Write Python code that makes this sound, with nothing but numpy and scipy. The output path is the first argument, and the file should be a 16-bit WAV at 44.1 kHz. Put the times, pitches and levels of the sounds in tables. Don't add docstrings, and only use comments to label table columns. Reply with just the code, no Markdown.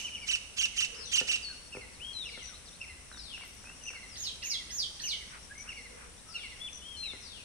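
import sys
import numpy as np
from scipy import signal
from scipy.fft import rfft, irfft
from scipy.io import wavfile
from scipy.ndimage import uniform_filter1d

SR = 44100
rng = np.random.default_rng(int(sys.argv[2]) if len(sys.argv) > 2 else 0)


def to_wav(s):
    ch = np.atleast_2d(s).T
    pcm = np.round(np.clip(ch, -1, 1) * 32767)
    wavfile.write(sys.argv[1], SR, pcm.astype(np.int16))


N = 328104
TIME = np.arange(N) / SR
BIN_HZ = np.maximum(np.arange(N // 2 + 1) * SR / N, 1)
CUTOFF_HZ = 15700
PAN = np.array([[.5], [-.5]])

# f/Hz, relative density/dB
AIR_COLOUR = [(22, -10.5), (40, -2.5), (58, -0.5), (80, -3), (115, -10), (230, -10.5), (330, -17),
              (500, -16), (700, -19), (1500, -19.5), (2700, -19), (4000, -22), (6500, -22.5), (7400, -20.5)]
INSECT_COLOUR = [(6800, -43), (7700, -2.5), (8300, 4), (9000, 2), (9900, 5), (10600, -2.5), (12000, -17.5),
                 (15500, -25)]
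TRILL_COLOUR = [(4700, -27.5), (5300, -11.5), (5700, -1.5), (6000, -10), (6500, -16)]
FAR_CALL_COLOUR = [(530, -28), (900, -3), (1260, 4), (1630, 2.5), (2120, 0.5), (2560, 1), (3500, -35),
                   (4550, -45), (7700, -120)]
HOOT_COLOUR = [(300, -32), (400, -9), (480, 1.5), (560, -15), (700, -42)]
SCOLD_TAIL_COLOUR = [(880, -21), (1500, -27), (1780, -26), (1920, -21), (2250, -11), (2920, 1), (3320, -15),
                     (4250, -13.5), (5020, -14), (5290, -13), (6050, -6), (7300, -15), (9000, -20),
                     (11700, -19), (19800, -120)]
# f/Hz, left-right correlation
AIR_CORRELATION = [(30, 0.68), (60, 1), (130, 0.23), (300, 0.4), (600, 0.48), (1500, 0.14), (4000, 0)]
# centre t/s, level/dB, length/s
TRILL_SWELLS = [(2.1, -76, .5), (3.5, -61, 0.13), (5.5, -74, 0.74)]
FAR_CALLS = [(0.995, -54, 0.12), (5.349, -49, 0.076), (5.681, -51.5, 0.072), (6.018, -53, 0.13)]
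HOOTS = [(.98, -54, 0.17), (2.33, -61, 0.15), (5.97, -59, 0.35)]

# t/s from the cue, f/Hz, relative level/dB
TWITTER_SHAPE = [(-.012, 5750, -29), (0, 6074, 6.5), (.007, 5950, -10.5), (.022, 5460, 2.5)]
CHIRP_SHAPE = [(-.008, 2400, -22), (.002, 2815, -11), (.009, 2917, -4.5), (.021, 2723, -4),
               (.033, 2694, -12.5), (.043, 2320, -12), (.054, 2040, -19)]
AFTER_NOTE_SHAPE = [(-.008, 2430, -7), (.008, 2310, 2.5), (.028, 2170, -1.5), (.05, 2010, -14)]
SLUR_SHAPE = [(-.004, 2200, -14), (.008, 5000, -10), (.022, 6400, -8.5), (.045, 6720, -6.5),
              (.067, 6650, -5), (.082, 5650, -1), (.102, 4500, -1.5), (.132, 3300, -2), (.155, 3050, -13)]
SLUR_ONSET_SHAPE = [(0, 2170, -26), (.01, 2003, -15), (.026, 1550, -27)]
SCOLD_SHAPE = [(-.016, 2000, -16), (-.009, 2600, -8), (-.004, 3080, -1), (0, 3200, 0), (.007, 3070, 0),
               (.014, 2830, 0), (.021, 2650, -13)]
# t/s, relative level/dB
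LONG_FALLS = [(.955, -50.5), (2.244, -54.5), (3.16, -50.5), (4.085, -53.5), (6.268, -52), (7.199, -52.5)]
# t/s, level/dB, note count
TWITTERS = [(1.06, -48.5, 2), (2.431, -49, 3), (3.839, -48.5, 3), (5.583, -48, 2), (6.732, -48.5, 2)]
# t/s, length/s, level/dB, start f/Hz, end f/Hz
STRAY_NOTES = [(0.162, 0.11, -60, 5970, 4920), (1.48, 0.066, -59, 1703, 1427),
               (1.932, 0.051, -61.5, 4890, 3450), (2.453, 0.046, -56, 4820, 3600),
               (2.481, 0.068, -60, 1645, 1168), (2.532, 0.038, -55.5, 3500, 4350),
               (2.656, 0.041, -55, 5240, 3330), (2.724, 0.039, -59, 3500, 4400),
               (3.124, 0.058, -55.5, 4050, 3530), (3.174, 0.038, -56, 4700, 3680),
               (3.646, 0.11, -58, 2420, 3010), (3.809, 0.06, -57, 3000, 2470),
               (5.499, .035, -51.5, 1576, 1734), (5.55, 0.078, -54, 2120, 2300),
               (6.171, 0.037, -63.5, 3350, 4120), (6.259, 0.16, -63, 1258, 1467)]
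# t/s, length/s, level/dB, start f/Hz, held f/Hz, end f/Hz, scoop/s, bend/s
WHISTLES = [(.94, .14, -50, 4200, 5230, 5400, 0.012, .08),
            (1.422, 0.1, -41.5, 5400, 4377, 4300, 0.013, .03),
            (1.997, 0.14, -43.5, 2286, 3300, 3120, 0.024, 0.03),
            (2.129, .125, -40, 4660, 4040, 3320, 0.0065, .087),
            (6.6, .091, -40.5, 3126, 3452, 2280, 0.00593, .021),
            (6.815, 0.17, -47, 2920, 3350, 2930, 0.051, 0.087),
            (6.964, 0.16, -40, 4390, 4170, 3430, 0.0059, 0.11)]
# t/s, level/dB, pitch ratio, after-note count
CHIRPS = [(.041, -33, 1.057, 0), (.136, -35.5, 1.04, 1), (0.646, -42, 0.96, 1), (1.723, -39, .96, 1),
          (2.249, -37.5, 1, 2), (2.805, -40.5, 0.94, 1), (3.33, -39, 1, 1), (3.863, -37, 0.99, 2),
          (4.43, -36.5, .99, 2), (5.036, -36, 1.02, 2), (5.682, -36.5, .99, 2), (6.345, -36.5, 1.006, 2),
          (7.033, -39.5, 0.97, 1)]
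# delay/s, level/dB against the chirp, pitch ratio, length ratio
AFTER_NOTES = [(.089, -13, 0.97, 1), (.165, -17.5, .92, .9)]
# t/s, relative level/dB, pitch ratio, length ratio
SLURS = [(4.157, -37.5, 0.99, 0.98), (4.422, -34, 1, 0.98), (4.697, -35.5, 0.99, 1.08),
         (4.995, -34, 0.93, 1.045)]
# t/s, level/dB, pitch ratio of the first syllable
SCOLDS = [(0.295, -27, 0.95), (.595, -25.5, 1.01), (.787, -26, .98), (1.141, -23.5, 1), (1.297, -26, .94)]
# t/s from the cue, relative level/dB
RASP_ENVELOPE = [(-.033, -27), (-.02, -7.5), (-.01, -5), (-.004, -11), (.012, -24), (.018, -2),
                 (.026, -8.5), (.036, -16)]
# f/Hz, width/Hz, gain/dB
THROAT = [(2664, 1030, 0), (6220, 920, -7), (8470, 3900, -16.5)]

# t/s, level/dB
TICKS = [(3.389, -59), (3.4515, -50), (3.478, -47), (3.543, -53)]
# t/s, level/dB, contact brightness f/Hz
KNOCKS = [(1.212, -30, 2980), (1.749, -36.5, 540), (1.769, -31.5, 450), (2.375, -42, 2501),
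          (3.904, -46.5, 1520), (7.134, -36.5, 504)]
# f/Hz, relative level/dB, t60/s
TICK_MODES = [(11800, 2, .012), (12700, -1, 0.0095), (13700, -4, .007)]
KNOCK_MODES = [(139, -17, 0.074), (248, -9.5, 0.043), (402, -5.5, 0.034), (514, -5, 0.042),
               (830, -0.5, 0.0075), (1427, -4, 0.034), (1800, -7.5, 0.038)]
CLACK_MODES = [(687, -6.5, 0.0077), (1040, -3.5, 0.014), (1530, 0.5, 0.016), (1990, -5, 0.014)]
CLACK_OFFSETS = [0, .031, .058]


def from_db(db):
    return 10 ** (np.asarray(db) / 20)


def rms_one(x):
    return x / np.sqrt(np.mean(x ** 2) + 1e-20)


def at_hz(points, hz):
    point_hz, values = np.transpose(points)
    return np.interp(np.log(hz), np.log(point_hz), values)


def add(track, s, sound):
    i = max(round(s * SR), 0)
    track[i:i + len(sound)] += sound[:max(N - i, 0)]


def wander(size, per_s):
    steps = np.arange(size) * per_s / SR
    return np.interp(steps, np.arange(4096), rng.standard_normal(4096))


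def band(x, low_hz, high_hz, order=2):
    return signal.sosfilt(signal.butter(order, [low_hz, high_hz], "band", fs=SR, output="sos"), x)


def coloured(colour):
    rolloff = 1 / (1 + (BIN_HZ / (1.1 * colour[-1][0])) ** 12)
    white = rfft(rng.standard_normal((2, N)))
    return rms_one(irfft(white * from_db(at_hz(colour, BIN_HZ)) * rolloff, N))


def swells(rows):
    return sum(from_db(db) * np.exp(-(2 * (TIME - s) / length) ** 2) for s, db, length in rows)


def note_envelope(u, attack, release, edge_db=-8):
    return edge_db * (1 - np.clip(np.minimum(u / attack, (1 - u) / release), 0, 1))


def glide(s, length, db, start_hz, end_hz):
    u = np.linspace(0, 1, 40)
    hz = start_hz * (end_hz / start_hz) ** u
    return np.transpose([s + length * u, hz, db + note_envelope(u, attack=.13, release=.15)])


def whistle(s, length, db, start_hz, held_hz, end_hz, scoop_s, bend_s):
    u = np.linspace(0, 1, 60)
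    scoop = np.exp(-length * u / scoop_s)
    bend = np.clip(1 - length * (1 - u) / bend_s, 0, 1) ** 1.6
    hz = held_hz + (start_hz - held_hz) * scoop + (end_hz - held_hz) * bend
    return np.transpose([s + length * u, hz, db + note_envelope(u, attack=.28, release=.15)])


def note(shape, waver, flutter_db, overtones_db=()):
    s, hz, db = np.transpose(shape)
    t = np.arange(s[0], s[-1], 1 / SR)
    pitch = uniform_filter1d(np.interp(t, s, hz), size=200, mode="nearest")
    pitch *= 1 + waver * wander(len(t), 594)
    phase = 2 * np.pi * np.cumsum(pitch) / SR
    tone = np.sin(phase)
    for k, level_db in enumerate(overtones_db, 2):
        tone += from_db(level_db) * np.sin(k * phase) * (k * pitch < CUTOFF_HZ)
    fades = np.clip(np.minimum(t - t[0], t[-1] - t) / .003, 0, 1)
    strength = from_db(np.interp(t, s, db) + flutter_db * wander(len(t), 348))
    return np.sqrt(2) * tone * fades * strength


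def sing(shapes, **voice):
    song = np.zeros(N)
    for shape in shapes:
        add(song, shape[0][0], note(shape, **voice))
    return song


def repeats(shape, cues, **voice):
    shapes = [np.array(shape) * [length, pitch, 1] + [s, 0, db] for s, db, pitch, length in cues]
    return sing(shapes, **voice)


def strike(hits, modes, spread_db=2.5):
    track = np.zeros(N)
    t = TIME[:SR // 5]
    hz, mode_db, t60 = np.transpose(modes)[:, :, None]
    signs = (-1) ** np.arange(len(modes))[:, None]
    rings = signs * np.sin(2 * np.pi * hz * t) * from_db(-60 * t / t60)
    for s, db, bright_hz in hits:
        strength = from_db(db + mode_db + spread_db * rng.standard_normal(hz.shape))
        contact = 1 / np.sqrt(1 + (hz / bright_hz) ** 2)
        add(track, s, np.sum(strength * contact * rings, axis=0))
    return track


def in_trees(x, pan_db, lead_ms, near_db, far_db, near_t60=.18, far_t60=.81):
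    t = TIME[:SR]
    lead = np.exp(2j * np.pi * BIN_HZ * lead_ms / 1000 * PAN)
    pan = rms_one(from_db(pan_db * PAN))
    direct = pan * irfft(rfft(x) * lead, N)
    echoes = 0
    for level_db, t60, rise_s in (near_db, near_t60, .003), (far_db, far_t60, .03):
        scatter = rng.standard_normal((2, SR)) * (rng.random((2, SR)) < .06)
        scatter *= from_db(-60 * t / t60) * (1 - np.exp(-t / rise_s))
        echoes += from_db(level_db) * rms_one(scatter) / np.sqrt(SR)
    return direct + np.sqrt(pan) * signal.fftconvolve(x[None], echoes, axes=1)[:, :N]


def air_bed(level_db=-53):
    mid, side = rfft(coloured(AIR_COLOUR))
    alike = at_hz(AIR_CORRELATION, BIN_HZ)
    spectrum = np.sqrt(1 + alike) * mid + np.sqrt(1 - alike) * side * [[1], [-1]]
    return from_db(level_db + .4 * wander(N, 4)) * rms_one(irfft(spectrum, N))


def insect_chorus(level_db=-57.5, pan_db=7.5):
    return coloured(INSECT_COLOUR) * from_db(level_db + pan_db * PAN + .051 * wander(N, 6.2))


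def insect_trill(rest_db=-62, pan_db=5.5, waver_db=3.5):
    strength = from_db(rest_db) + swells(TRILL_SWELLS)
    return coloured(TRILL_COLOUR) * strength * from_db(waver_db * wander(N, 22) + pan_db * PAN)


def far_calls():
    return swells(FAR_CALLS) * coloured(FAR_CALL_COLOUR) + swells(HOOTS) * coloured(HOOT_COLOUR)


def stray_notes():
    song = sing([glide(*row) for row in STRAY_NOTES], waver=.011, flutter_db=5.5)
    return in_trees(song, pan_db=1.5, lead_ms=.04, near_db=-7, far_db=-8)


def falling_whistles(length_s=.225, top_hz=6100, bottom_hz=2347, trim_db=-.5):
    shapes = [glide(s, length_s, db + trim_db, top_hz, bottom_hz) for s, db in LONG_FALLS]
    song = sing(shapes, waver=.016, flutter_db=3)
    return in_trees(song, pan_db=10.5, lead_ms=.16, near_db=-4.5, far_db=-1)


def twitterer(step_s=.027, pitch_sag=.0071, length_ratio=.93):
    cues = [(s + k * step_s, db, 1 - k * pitch_sag, length_ratio)
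            for s, db, count in TWITTERS for k in range(count)]
    song = repeats(TWITTER_SHAPE, cues, waver=.0087, flutter_db=2)
    return in_trees(song, pan_db=10.5, lead_ms=.17, near_db=-1, far_db=-10)


def whistler():
    song = sing([whistle(*row) for row in WHISTLES], waver=.0013, flutter_db=2.5)
    return in_trees(song, pan_db=7.5, lead_ms=.045, near_db=-9, far_db=-9.5, near_t60=.3, far_t60=1.1)


def chirper():
    chirps = [(s, db, pitch, 1) for s, db, pitch, _ in CHIRPS]
    after = [(s + delay, db + softer, pitch * lower, length) for s, db, pitch, count in CHIRPS
             for delay, softer, lower, length in AFTER_NOTES[:count]]
    song = repeats(CHIRP_SHAPE, chirps, overtones_db=(-13,), waver=.02, flutter_db=4.2)
    song += repeats(AFTER_NOTE_SHAPE, after, overtones_db=(-10,), waver=.015, flutter_db=2.5)
    return in_trees(song, pan_db=-.5, lead_ms=.053, near_db=-10, far_db=-3.5, near_t60=.075, far_t60=.7)


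def slurrer(trim_db=-1.5, hiss_db=-27):
    song = repeats(SLUR_SHAPE, SLURS, overtones_db=(-20,), waver=.016, flutter_db=3)
    song += repeats(SLUR_ONSET_SHAPE, SLURS, waver=.0093, flutter_db=2)
    strength = np.sqrt(np.abs(uniform_filter1d(song ** 2, size=128)))
    hiss = from_db(hiss_db) * strength * rms_one(band(rng.standard_normal(N), 4000, 10400))
    return in_trees(from_db(trim_db) * (song + hiss), pan_db=-4.5, lead_ms=-.071,
                    near_db=1.5, far_db=-6.5, near_t60=.21, far_t60=.82)


def scold_tail(start_db=-38.5, t60=.49, pan_db=-5):
    return coloured(SCOLD_TAIL_COLOUR) * from_db(start_db - 60 * TIME / t60 + pan_db * PAN)


def scold_rasp(syllables, pulse_hz=750, grain_db=1.5, trim_db=-2.5):
    s, db = np.transpose(RASP_ENVELOPE)
    envelope_db = np.interp(np.arange(s[0], s[-1], 1 / SR), s, db)
    effort = np.zeros(N)
    for cue_s, level_db, _, _ in syllables:
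        add(effort, cue_s + s[0], from_db(level_db + envelope_db + trim_db))
    cycle = np.cumsum(pulse_hz * (1 + .23 * wander(N, 300))) / SR
    noise = rng.standard_normal(N)
    pulses = from_db(grain_db * (np.cos(2 * np.pi * cycle) + .5 * wander(N, 500)))
    grit = band(noise * pulses, 2160, 7330)
    return effort * rms_one(band(grit, 340, 10000))


def scolder(gap_s=.043, second_db=-.46, second_pitch=.94, shadow_hz=5000):
    syllables = [(s, db, pitch, 1) for s, db, pitch in SCOLDS]
    syllables += [(s + gap_s, db + second_db, second_pitch, 1) for s, db, _ in SCOLDS]
    syrinx = repeats(SCOLD_SHAPE, syllables, overtones_db=(-1, -6, -14), waver=.018, flutter_db=1.8)
    tone = sum(from_db(db) * band(syrinx, hz - width / 2, hz + width / 2, order=1)
               for hz, width, db in THROAT)
    left, right = in_trees(tone + scold_rasp(syllables), pan_db=-4.5, lead_ms=-.132,
                           near_db=-11, far_db=-13.5, near_t60=.2, far_t60=.9)
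    shadow = signal.butter(1, shadow_hz, fs=SR, output="sos")
    return np.array([signal.sosfilt(shadow, left), right])


def thin_ticks():
    ticks = strike([(s, db, CUTOFF_HZ) for s, db in TICKS], TICK_MODES)
    return in_trees(ticks, pan_db=-25, lead_ms=0, near_db=-3, far_db=-4, near_t60=.1)


def dull_knocks():
    knocks = strike(KNOCKS, KNOCK_MODES)
    return in_trees(knocks, pan_db=3, lead_ms=0, near_db=-2.5, far_db=-5, near_t60=.076)


def hollow_clatter(start_s=3.115, beat_s=.2632, bursts=4, level_db=-44, bright_hz=2700):
    clacks = [(start_s + k * beat_s + offset, level_db, bright_hz)
              for k in range(bursts) for offset in CLACK_OFFSETS]
    return in_trees(strike(clacks, CLACK_MODES), pan_db=-2, lead_ms=0, near_db=-1, far_db=-22)


def scene():
    near_birds = scold_tail() + scolder() + slurrer() + chirper() + whistler()
    far_birds = falling_whistles() + twitterer() + stray_notes() + far_calls()
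    hits = hollow_clatter() + dull_knocks() + thin_ticks()
    bed = insect_trill() + air_bed() + insect_chorus()
    return bed + far_birds + near_birds + hits


def record(dry, notch_hz=11050, notch_q=11050 / 1100):
    b, a = signal.iirnotch(notch_hz, notch_q, fs=SR)
    notched = signal.lfilter(b, a, signal.lfilter(b, a, dry))
    return signal.sosfilt(signal.ellip(10, .1, 80, CUTOFF_HZ, fs=SR, output="sos"), notched)


dry = scene()
out = record(dry)
to_wav(out)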